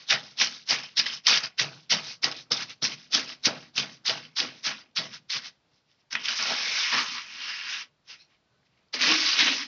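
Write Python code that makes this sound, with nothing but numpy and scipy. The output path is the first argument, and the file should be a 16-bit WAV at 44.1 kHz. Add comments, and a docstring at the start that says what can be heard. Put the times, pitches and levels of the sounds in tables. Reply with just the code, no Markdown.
"""In a small bare room, a steel trowel pats wet mortar down along a row of bricks,
then smooths it in two long strokes.
Sand and paste are showers of tiny wavelets, and pebbles crack as short noise bursts.
The blade rings and hums, and the bed thuds, as noise passed through narrow resonances.
Quiet room noise lies under it all, and a mono phone microphone narrows the sound."""
import sys
import numpy as np
from scipy import signal
from scipy.io import wavfile
from scipy.ndimage import uniform_filter1d

SR = 44100
rng = np.random.default_rng(int(sys.argv[2]) if len(sys.argv) > 2 else 0)


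def waveform_to_disk(signal):
    """Save audio, clipped to [-1, 1], as 16-bit WAV at the path in sys.argv[1]."""
    frames = np.transpose(np.atleast_2d(signal))
    scaled = np.clip(frames, -1, 1) * 32767
    samples = np.round(scaled).astype(np.int16)
    wavfile.write(sys.argv[1], SR, samples)


N = 426431  # length in samples

# Spectrum of the quiet room. Each row: frequency in Hz, relative level in dB per Hz.
HUSH_SPECTRUM = [(24, -47), (40, -17.5), (149, -2.5), (181, -8), (207, -10), (554, -14), (618, -12),
                 (770, -15), (1480, -16.5), (1890, -20), (4640, -20.5), (7510, -33.5), (9760, -69),
                 (16500, -120)]
# Spectrum of the grains. Each row: frequency in Hz, relative level in dB per Hz.
SAND_SPECTRUM = [(220, -46), (380, -26), (507, -11.5), (596, -19), (1100, -3), (1400, -1), (2740, 4.5),
                 (3610, -6.5), (5160, -13), (6000, -7.5), (7800, -37.5), (13200, -120)]
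# Blade modes, damped by the mortar. Each row: frequency in Hz, width in Hz, gain in dB.
STEEL_MODES = [(1950, 59, -4.5), (2225, 81, -3.5), (2780, 72, -3.5), (3075, 110, 2), (3410, 120, -1),
               (4760, 380, 0), (5210, 480, 3.5)]
# Microphone response. Each row: frequency in Hz, gain in dB.
MIC_RESPONSE = [(70, -5.5), (130, -0.5), (220, 0.5), (330, -1), (5400, 0), (6200, -4), (6800, -15.5),
                (7500, -19.5)]
# Pats crunch, a flat drag hisses evenly. Each row: time in seconds, roughness (about 1 is very rough).
ROUGHNESS = [(0, 1.1), (5.6, 0.8), (6.3, .8), (6.5, .45), (7.9, .4), (8.9, .7), (9.67, 0.5)]
# Short drags as the blade lifts or shifts. Each row: middle in seconds, half length in seconds,
# coarse sand in dB, fine sand in dB over coarse, wet paste in dB over coarse (all before mixing).
DRAGS = [(-0.054, 0.169, -50.5, 3.5, -13), (0.255, 0.129, -54, 5.5, -19), (0.444, 0.013, -34, 6, -18),
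         (0.545, 0.105, -50, 6.5, -19), (0.74, 0.066, -35, -21, -23), (0.822, 0.045, -43, -0.5, -19),
         (1.141, 0.06, -43, 6, -17.5), (1.377, 0.016, -31.6, 3.5, -18.5), (1.446, 0.044, -38, -3.7, -16),
         (1.72, 0.167, -57, 5, -19.5), (2.081, 0.088, -43, 5.5, -16.5), (2.322, 0.012, -37.5, -4, -14),
         (2.383, 0.06, -48.5, 7, -20.5), (2.613, 0.044, -36, 1, -19.5), (2.705, 0.039, -43.5, 1.5, -17.5),
         (2.922, 0.043, -40.5, 2.4, -18), (3.002, 0.111, -55.5, 3.2, -21.5),
         (3.209, 0.022, -39.5, 3.6, -18), (3.307, 0.051, -41, 1.5, -20), (3.555, 0.03, -44.5, -2.5, -8.5),
         (3.612, 0.11, -53.5, 1.5, -20.5), (3.934, 0.052, -63.5, 11.5, -21),
         (4.176, 0.019, -39.5, -0.5, -20), (4.246, 0.04, -52, 2.5, -23), (4.489, 0.018, -49, -11, -17.5),
         (4.579, 0.078, -59, 4, -25), (4.794, 0.051, -53, 3.5, -28), (5.147, 0.048, -45.5, 2, -21.5),
         (5.367, 0.027, -42, 9, -16.5), (5.458, 0.047, -44, 3.5, -21), (5.758, 0.079, -75.5, 6.5, -19),
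         (5.912, 0.087, -74.5, 2.8, -21), (6.009, 0.049, -75, 0.1, -18), (8.208, 0.063, -66.5, 1.5, -20.5),
         (8.327, 0.084, -69.5, -3.5, -18.5), (8.664, 0.02, -71.5, 1.5, -19), (8.786, 0.155, -76, -6, -19.5)]
# Pats, and the landings that open a stroke. Each row: touch in seconds, rise in seconds, press in seconds,
# coarse sand in dB, climb through the press in dB, fine sand in dB over coarse, fall in dB per second,
# touch to bottom in seconds, wet paste in dB, thud in dB, brick rumble in dB,
# thud pitch in Hz before it sinks (levels before mixing).
PATS = [(0.075, 0.03, 0.018, -26.5, 2.7, 4.9, 289, 0.051, -38, -47.5, -50.5, 193.6),
        (0.362, 0.028, 0.024, -22.5, 14, 5.5, 263, 0.053, -43.5, -46.5, -57.5, 222.0),
        (0.663, 0.031, 0.011, -27.5, 4.5, 5, 147, 0.05, -40.8, -48.5, -50.5, 240.0),
        (0.953, 0.02, 0.019, -24.5, 13, 6, 331, 0.041, -47.5, -49, -66, 208),
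        (1.035, 0.018, 0.0076, -29.5, 27, -0.5, 227.5, 0.029, -58, -60.5, -71, 212),
        (1.248, 0.033, 0.077, -26, -5, 0.3, 224.5, 0.052, -35.5, -47.5, -56, 215.0),
        (1.572, 0.016, 0.0087, -22.5, 9.5, 2.5, 284, 0.043, -38.5, -47.5, -43, 255),
        (1.892, 0.0088, 0.025, -25, 11.2, 5, 217, 0.032, -36.5, -42, -49.5, 189.6),
        (2.217, 0.013, 0.0062, -31, 10, 5.5, 175, 0.032, -36.5, -42, -47.5, 263),
        (2.501, 0.0073, 0.011, -35, 17, 9, 155, 0.011, -40, -45, -47, 212.0),
        (2.815, 0.01, 0.03, -27, 9.5, 4, 440, 0.0098, -41.5, -42.5, -44.5, 223.4),
        (3.105, 0.021, 0.02, -26.5, 12.5, 6.5, 169, 0.05, -38.5, -39.5, -52.5, 246.0),
        (3.433, 0.027, 0.002, -26, -2.5, 4, 309, 0.037, -35.5, -38, -45.5, 235.5),
        (3.74, 0.027, 0.012, -26.5, 13.5, 4.5, 204, 0.045, -40.5, -44.5, -48, 204),
        (4.044, 0.014, 0.024, -27.5, 7, 3, 170, 0.055, -38.5, -47.5, -46.5, 224),
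        (4.354, 0.016, 0.025, -28.5, 4.5, 4, 183, 0.062, -43, -43, -50.5, 255.7),
        (4.624, 0.024, 0.022, -26.5, 9.5, 1, 216, 0.049, -43.5, -47.5, -61.5, 221.8),
        (4.951, 0.012, 0.0094, -29.5, 10.5, 5, 190, 0.038, -45, -45.1, -49.5, 197.3),
        (5.287, 0.015, 0.044, -33.5, 4.5, 4.5, 200.0, 0.068, -52.5, -58.5, -62.5, 205.8),
        (6.101, 0.0062, 0.022, -37.5, 15.5, 1.8, 504, 0.039, -56, -51.5, -67.5, 228),
        (6.146, 0.0081, 0.0035, -27, -3, -19, 350, 0.007, -53.9, -58, -79, 241),
        (8.049, 0.049, 0.045, -50, -0.5, -0.5, 460.0, 0.049, -65, -72.6, -76, 204.1),
        (8.923, 0.0077, 0.0086, -32.1, 16, 2.5, 228.0, 0.018, -45, -53, -64.7, 232.4)]
# Blade rings, pitched by its tilt and load. Each row: start in seconds, end in seconds, pitch in Hz,
# width in Hz, gain in dB on the grit that drives the ring.
RINGS = [(0.088, 0.205, 1860, 300, 7), (.1, .17, 760, 150, 1), (0.377, 0.502, 3200, 300, -4),
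         (0.7, 0.737, 740, 200, 13.5), (1.036, 1.2, 3120, 300, 2), (1.037, 1.2, 5060, 500, 0),
         (1.425, 1.477, 4870, 500, 10.5), (0.797, 0.89, 5160, 500, -2), (0.776, .88, 3050, 300, 2),
         (.96, 1.03, 5000, 500, -4), (2.787, 2.874, 5540, 500, -7), (3.272, 3.354, 680, 150, -10),
         (3.46, 3.637, 655, 250, -6), (4.977, 5.095, 605, 200, -3), (2.5, 2.6, 3600, 300, 3),
         (2.5, 2.6, 5200, 400, 5.5), (6.097, 6.168, 1520, 110, 12), (6.154, 6.223, 2240, 250, -9.5),
         (6.33, 6.606, 1320, 150, -1.5), (6.554, 6.92, 2250, 250, 0), (6.862, 7.244, 1110, 250, 6.5),
         (6.91, 7.11, 1760, 200, 2.5), (7.3, 7.846, 2800, 250, -2), (7.43, 7.856, 1710, 250, 2),
         (7.25, 7.851, 1050, 250, -23), (8.08, 8.156, 2800, 250, 1.5), (8.082, 8.159, 4900, 397, -3),
         (9.01, 9.2, 1160, 150, -5), (9.0, 9.6, 2720, 250, -8.5)]
# Pebbles cracking on the steel. Each row: start in seconds, peak in dB before tone shaping, pitch in Hz.
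PEBBLES = [(0.1062, -8.5, 3420), (0.127, -8, 1790), (0.418, -14, 4650), (0.471, -16.5, 5100),
           (0.708, -6, 5070), (0.9783, -8, 5140), (1.268, -0.5, 4100), (1.282, -16, 5160),
           (1.339, -13, 3080), (1.3737, -11, 2860), (1.4467, -25, 4900), (1.597, -12, 5160),
           (1.862, -53, 3000), (1.9062, -20, 4050), (2.2423, -4.5, 4520), (2.314, -21, 5000),
           (2.5187, -4.5, 5100), (2.705, -27, 2980), (3.1326, -18, 5540), (3.1478, 0.5, 5270),
           (3.4578, -17, 3950), (3.779, -19, 4260), (3.968, -44.5, 4400), (4.0957, -9, 4310),
           (4.402, -8.5, 4260), (4.912, -59, 3300), (4.9653, -18.5, 4680), (5.9144, -51, 3650),
           (6.0076, -55, 4030), (6.127, -19.5, 5200), (6.1525, -11.5, 2650), (6.243, -27, 2600),
           (6.2562, -17.5, 2670), (6.284, -12, 3520), (6.4258, -12, 5340), (6.4969, -20, 2495),
           (8.6305, -56, 1540), (8.774, -59, 2890), (8.789, -58, 2070), (8.884, -58, 4300),
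           (8.9405, -19, 3840), (9.0105, -12, 2100), (9.3894, -10.5, 2730)]
# Two long strokes, one list each. Each row: time in seconds, coarse sand in dB before mixing,
# then fine sand, wet paste and thud, each in dB over coarse.
STROKES = [
    [(6.19, -43.5, -7, -19, -18), (6.234, -43.5, -2, -19, -26), (6.258, -32, 4, -30, -34),
     (6.272, -36.5, -3.5, -19, -28), (6.288, -30.5, -1, -29, -29), (6.302, -30.5, 0, -19, -25),
     (6.376, -36, 6, -27, -30), (6.4, -31, 1, -19, -24), (6.532, -33.5, 2.5, -6, -13),
     (6.566, -35.5, 3, -14, -25), (6.748, -32.5, 2, -18, -25), (6.788, -30.5, 1.5, -25, -33),
     (6.91, -32, 0, -32, -33), (6.94, -27.5, 0, -13.5, -17.5), (6.988, -28, 0.5, -28, -15),
     (7.052, -38.5, 1.5, -19, -17), (7.136, -38, 2, -46, -17.5), (7.184, -36.5, -3.5, -37, -26.5),
     (7.252, -47, -3.5, -26, -24.5), (7.502, -36.5, 0, -30, -30), (7.522, -39.5, -0.5, -31, -31),
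     (7.626, -40.5, -2, -32, -31), (7.738, -36.5, 0.5, -30, -31), (7.822, -43, 0.5, -28, -25.5),
     (7.91, -84, -8.5, 0, -4), (7.95, -89, 4, -8.5, -14.5)],
    [(8.96, -37.5, -4.5, -16, -12), (8.974, -42, -6, -24, -16), (9.016, -25.5, 2.5, -22.5, -20),
     (9.12, -23.5, 0.5, -12.5, -14), (9.178, -31.5, 5.5, -16.5, -27.5), (9.292, -27.5, 1.5, -27, -28),
     (9.374, -30.5, 1, -19, -31), (9.38, -27.5, 3, -13, -32), (9.404, -18.5, -2, -23, -21),
     (9.454, -27, 2, -20, -33), (9.474, -22.5, -4.5, -19, -21), (9.514, -31, 4, -18.5, -17),
     (9.63, -36.5, -1, -26, -30), (9.67, -49, 0, -16, -6)],
]
# A squeak as the blade peels off. Each row: time in seconds, pitch in Hz, level in dB before flutter.
SQUEAK_GLIDE = [(8.16, 3850, -72), (8.19, 3880, -62), (8.22, 4220, -53), (8.24, 4300, -66),
                (8.27, 4240, -74)]
# Partials of the squeak. Each row: multiple of its pitch, level in dB.
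SQUEAK_PARTIALS = [(.61, -10), (1.0, -3), (1.31, -6)]
# A faint whistle in the pause. Each row: time in seconds, pitch in Hz, level in dB.
WHISTLE_GLIDE = [(8.44, 1510, -95), (8.5, 1510, -82.5), (8.64, 1510, -81.5), (8.69, 1510, -92)]
# The free end of the blade hums in the last stroke. Each row: peak in seconds, rise in seconds,
# fall in seconds, first pitch in Hz, peak pitch in Hz, last pitch in Hz, peak level in dB before the mic.
HUMS = [(9.111, .15, 0.22, 252, 313, 302, -33), (9.44, .08, 0.25, 293, 280, 273, -35.5)]

HUSH_DB = -72
PASTE_LOW_HZ, COARSE_LOW_HZ, FINE_LOW_HZ, FINE_TOP_HZ = 380, 850, 3500, 6400  # edges of the grain sizes
GRAVEL_TOP_HZ, GRAVEL_DB = 1670, -0.5  # the largest stones move with the paste
DRAG_ENDS_DB, DRAG_HZ = -22, 190  # level at both ends under the middle; thud pitch
DRAG_THUD_DB, DRAG_RUMBLE_DB = -3.5, -5.5  # both over the paste
TOUCH_DB, SINK_DB = -33.5, -33  # drops of sand and bed at first touch
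TOUCH_BEND = 1.24  # over 1: the sand sets in abruptly, then eases up to its level
SINK_BEND = 0.86  # under 1: the bed answers late and suddenly
LEAD_DB = 3  # boost of fine sand before the rise ends, and again before the press ends
DULL_DB, DULL_DB_PER_S = 5.5, 98.5  # fine sand dulls after the press, up to this much and at this rate
PASTE_FALL, THUD_FALL, RUMBLE_FALL = 170, 129, 103  # dB per second
SAG, SAG_S = 0.12, 0.38  # the thud sinks toward this share lower, with this time constant in seconds
STROKE_HZ = 228, 234  # thud pitch under each long stroke
STROKE_RUMBLE_DB = -21  # over the thud
HUM_ENDS_DB = -21.5  # under the peak of the hum
EDGE_HZ = 7660  # upper band limit


def gain_of(db):
    """Turns decibels into an amplitude factor."""
    return 10 ** (np.asarray(db) / 20)


def evened(x):
    """Scales a sound to rms 1."""
    return x / np.sqrt(np.mean(x ** 2) + 1e-20)


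def read(points, hz):
    """Reads a spectrum between its points, on a log pitch scale."""
    f, value = np.transpose(points)
    return np.interp(np.log(hz + 1), np.log(f + 1), value)


def over_time(rows):
    """Spreads the columns after the time column to one value a sample."""
    s, *columns = np.transpose(rows)
    return [np.interp(np.arange(N) / SR, s, c) for c in columns]


def coloured(x, points):
    """Filters by a spectrum given as (Hz, dB) points."""
    hz = np.linspace(0, SR / 2, num=1025)
    taps = signal.firwin2(numtaps=2047, freq=hz, gain=gain_of(read(points, hz)), fs=SR)
    return signal.oaconvolve(x, taps, "same")


def resonate(x, hz, width_hz):
    """Shifts the pitch hz down to zero, smooths, and shifts back: a resonance of gain 1."""
    turn = np.exp(2j * np.pi * np.cumsum(hz * np.ones(len(x))) / SR)
    r = np.exp(-np.pi * width_hz / SR)
    smooth = signal.lfilter([1 - r], [1, -r], x / turn)
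    return 2 * (turn * smooth).real


def wander(per_s):
    """A random curve of rms 1, made by smoothing noise twice."""
    width = int(SR / per_s)
    once = uniform_filter1d(rng.standard_normal(N), width)
    return evened(uniform_filter1d(once, width))


def fuzzy_tone(rows, width_hz, partials=((1, 0),)):
    """Noise in narrow resonances that follow a pitch curve, silent outside the table."""
    first, last = round(rows[0][0] * SR), round(rows[-1][0] * SR)
    hz, db = (c[first:last] for c in over_time(rows))
    noise = rng.standard_normal(len(hz))
    tone = np.zeros(len(hz))
    for multiple, partial_db in partials:
        narrow = resonate(noise, multiple * hz, multiple * width_hz)
        narrow = resonate(narrow, multiple * hz, 2 * multiple * width_hz)
        tone += gain_of(partial_db) * evened(narrow)
    out = np.zeros(N)
    out[first:last] = gain_of(db) * tone
    return out


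def hush():
    """The quiet room: coloured noise whose level wanders a little."""
    noise = coloured(rng.standard_normal(N), HUSH_SPECTRUM)
    return gain_of(HUSH_DB + 1.1 * wander(per_s=8)) * evened(noise)


def room(x):
    """Near walls: sparse echoes of random sign that die quickly."""
    t = np.arange(SR // 4) / SR
    signs = rng.choice([-1., 1.], size=len(t))
    present = (rng.random(len(t)) < .05) * (t > .003)
    taps = signs * present * gain_of(-60 * t / 0.11)  # 60 dB down in 0.11 s
    return signal.oaconvolve(x, taps / np.linalg.norm(taps))[:N]


def grain(hz, turns):
    """A short wavelet with a quick start, energy 1; more turns make it ring longer."""
    u = np.arange(int(4 * turns * SR / hz)) * hz / SR / turns
    shape = u * np.exp(-2.5 * u) * np.sin(2 * np.pi * turns * u)
    return shape / np.linalg.norm(shape)


def crunch(lo_hz, hi_hz, slips, per_s, spread_db, turns, count):
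    """Grains of one size class, most small and a few large, released in the slips of the blade."""
    out = np.zeros(N)
    for hz in np.geomspace(lo_hz, hi_hz, num=2 * count + 1)[1::2]:
        size_db = spread_db * np.minimum(rng.exponential(size=N), 4)
        size = gain_of(size_db) * rng.standard_normal(N)
        # the mix is uneven: each grain size comes and goes
        patches = rng.standard_normal(N // 3000 + 2)
        place = np.linspace(0, len(patches) - 1, num=N)
        patchy_db = 1.9 * np.interp(place, np.arange(len(patches)), patches)
        clicks = size * (rng.random(N) < per_s / SR) * slips * gain_of(patchy_db)
        level = gain_of(read(SAND_SPECTRUM, hz)) * np.sqrt(hz)
        out += level * signal.oaconvolve(clicks, grain(hz, turns))[:N]
    return out / np.sqrt(uniform_filter1d(out ** 2, size=SR // 2))  # evens the level over half seconds


def steel(x):
    """The blade modes, damped by the mortar, ring along with x."""
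    return sum(gain_of(db) * resonate(x, hz, width) for hz, width, db in STEEL_MODES)


def trowel():
    """Sand, paste and mortar bed all follow the moves of the blade."""
    coarse_gain, fine_gain, paste_gain, thud_gain, rumble_gain, thud_hz = motion()
    rough, = over_time(ROUGHNESS)
    # the blade sticks and lets go
    slips = gain_of(rough * (1.1 * wander(per_s=100) + 0.16 * wander(per_s=35)))
    coarse = crunch(COARSE_LOW_HZ, FINE_LOW_HZ, slips, per_s=450 / rough,
                    spread_db=1.9 * rough, turns=3.5, count=11)
    fine = crunch(FINE_LOW_HZ, FINE_TOP_HZ, slips, per_s=800 / rough,
                  spread_db=0.43 * rough, turns=3.42, count=6)
    paste = crunch(PASTE_LOW_HZ, COARSE_LOW_HZ, slips, per_s=240,
                   spread_db=1.2 * rough, turns=1.9, count=6)
    gravel = crunch(COARSE_LOW_HZ, GRAVEL_TOP_HZ, slips, per_s=300,
                    spread_db=2.2 * rough, turns=3.5, count=4)
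    sand = coarse_gain * coarse + fine_gain * fine
    wet = paste_gain * (paste + gain_of(GRAVEL_DB) * gravel)
    grit = gain_of(-2.5) * sand + gain_of(-8.5) * steel(sand) + wet
    shake = slips * rng.standard_normal(N)
    thud = evened(resonate(resonate(shake, thud_hz, 120), thud_hz, 180))
    rumble = evened(resonate(resonate(shake, 128, 96), 170, 110))  # the loose bricks under the bed
    return grit + rings(grit) + thud_gain * thud + rumble_gain * rumble


def motion():
    """All moves of the blade add in power; the strongest thuds count most in the pitch."""
    t = np.arange(0, N / SR + .001, .001)
    moves = [drag(t, *row) for row in DRAGS] + [pat(t, *row) for row in PATS]
    moves += [stroke(t, rows, hz) for rows, hz in zip(STROKES, STROKE_HZ)]
    *levels_db, hz = np.array(moves).transpose((1, 0, 2))
    powers = gain_of(np.maximum(levels_db, -200)) ** 2
    thud = powers[3]
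    curves = [np.sqrt(p.sum(axis=0)) for p in powers]
    curves.append((thud * hz).sum(axis=0) / thud.sum(axis=0))
    return [np.interp(np.arange(N) / SR, t, c) for c in curves]


def drag(t, middle, half, db, fine_db, paste_db):
    """A rounded swell of sand, with paste, thud and rumble that follow it."""
    coarse = db + DRAG_ENDS_DB * ((t - middle) / half) ** 2
    paste = coarse + paste_db
    return coarse, coarse + fine_db, paste, paste + DRAG_THUD_DB, paste + DRAG_RUMBLE_DB, DRAG_HZ + 0 * t


def pat(t, touch, rise, press, db, climb_db, fine_db, fall, bottom, paste_db, thud_db, rumble_db, hz):
    """Sand sets in, changes through the press and falls; paste and bed peak when the blade bottoms out."""
    age = t - touch
    coming = np.maximum(1 - age / rise, 0)  # 1 at touch, 0 after the rise
    unpressed = np.clip(1 - (age - rise) / press, 0, 1)  # 1 before the press, 0 after it
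    after = np.maximum(age - rise - press, 0)
    settled = np.maximum(age - bottom, 0)
    coarse = db + TOUCH_DB * coming ** TOUCH_BEND - climb_db * unpressed - fall * after
    lead = LEAD_DB * (unpressed + np.minimum(coming, 1))
    fine = coarse + fine_db + lead - np.minimum(DULL_DB_PER_S * after, DULL_DB)
    sink = SINK_DB * np.maximum(1 - age / bottom, 0) ** SINK_BEND
    sink = sink - 500 * np.maximum(-age, 0)  # keeps the bed quiet before the touch
    paste = paste_db + sink - PASTE_FALL * settled
    thud = thud_db + sink - THUD_FALL * settled
    rumble = rumble_db + sink - RUMBLE_FALL * settled
    return coarse, fine, paste, thud, rumble, hz * (1 - SAG * (1 - np.exp(-settled / SAG_S)))


def stroke(t, rows, hz):
    """A long smoothing stroke follows its table and drops away steeply outside it."""
    s, *columns = np.transpose(rows)
    coarse, fine_db, paste_db, thud_db = (np.interp(t, s, c) for c in columns)
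    outside = np.maximum(s[0] - t, 0) + np.maximum(t - s[-1], 0)
    coarse = coarse - 1500 * outside  # dB per second
    thud = coarse + thud_db
    return coarse, coarse + fine_db, coarse + paste_db, thud, thud + STROKE_RUMBLE_DB, hz + 0 * t


def rings(x):
    """The grit drives blade resonances; each ring swells and fades over its span."""
    out = np.zeros(N)
    for start, end, hz, width_hz, db in RINGS:
        span = slice(round(start * SR), round(end * SR))
        swell = signal.windows.tukey(len(x[span]), .5)
        out[span] += gain_of(db) * resonate(x[span], hz, width_hz) * swell
    return out


def pebbles():
    """Each crack is a burst of a few milliseconds around its pitch that also shakes the blade."""
    out, t = np.zeros(N), np.arange(900) / SR
    for s, db, hz in PEBBLES:
        # the stone crumbles as it cracks
        burst = rng.standard_normal(len(t)) * np.exp(-t / .0022) * np.minimum(t / .0004, 1)
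        crack = resonate(resonate(burst, hz, 1500), hz, 3700) + gain_of(-12) * steel(burst)
        part = out[round(s * SR):][:len(t)]
        part += gain_of(db) * crack[:len(part)] / abs(crack).max()
    return coloured(out, [(300, -23.5), (1200, -11.5), (2000, 1.5), (6000, -1.5), (7500, -17.5)])


def squeak():
    """The blade peels off: a fuzzy tone with three partials and a fluttering level."""
    return fuzzy_tone(SQUEAK_GLIDE, 260, SQUEAK_PARTIALS) * gain_of(3 * wander(per_s=90))


def whistle():
    """A faint whistle in the pause: noise in a very narrow resonance."""
    return fuzzy_tone(WHISTLE_GLIDE, 25)


def hums():
    """The free end of the blade: each hum is a narrow noise band that swells, glides and dies."""
    out = np.zeros(N)
    for s, rise, fall, first_hz, hz, last_hz, db in HUMS:
        ends_db = db + HUM_ENDS_DB
        out += fuzzy_tone([(s - rise, first_hz, ends_db), (s, hz, db), (s + fall, last_hz, ends_db)], 32)
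    return out


def scene():
    """The work and its echoes pass the microphone; room noise and whistle join after it."""
    work = trowel() + pebbles() + squeak() + hums()
    near = coloured(work + gain_of(-9.5) * room(work), MIC_RESPONSE)
    low_cut = signal.butter(4, 95, "highpass", fs=SR, output="sos")
    near = signal.sosfilt(low_cut, near)
    return np.tile(near + hush() + whistle(), (2, 1))  # the same sound on both sides


def record(dry):
    """The preamp rounds off the highest peaks; then the band limit."""
    rounded = .8 * np.tanh(dry / .8)
    band_limit = signal.firwin(numtaps=511, cutoff=EDGE_HZ, window=("kaiser", 9), fs=SR)
    return signal.oaconvolve(rounded, band_limit[None], "same")


dry = scene()
out = record(dry)
waveform_to_disk(out)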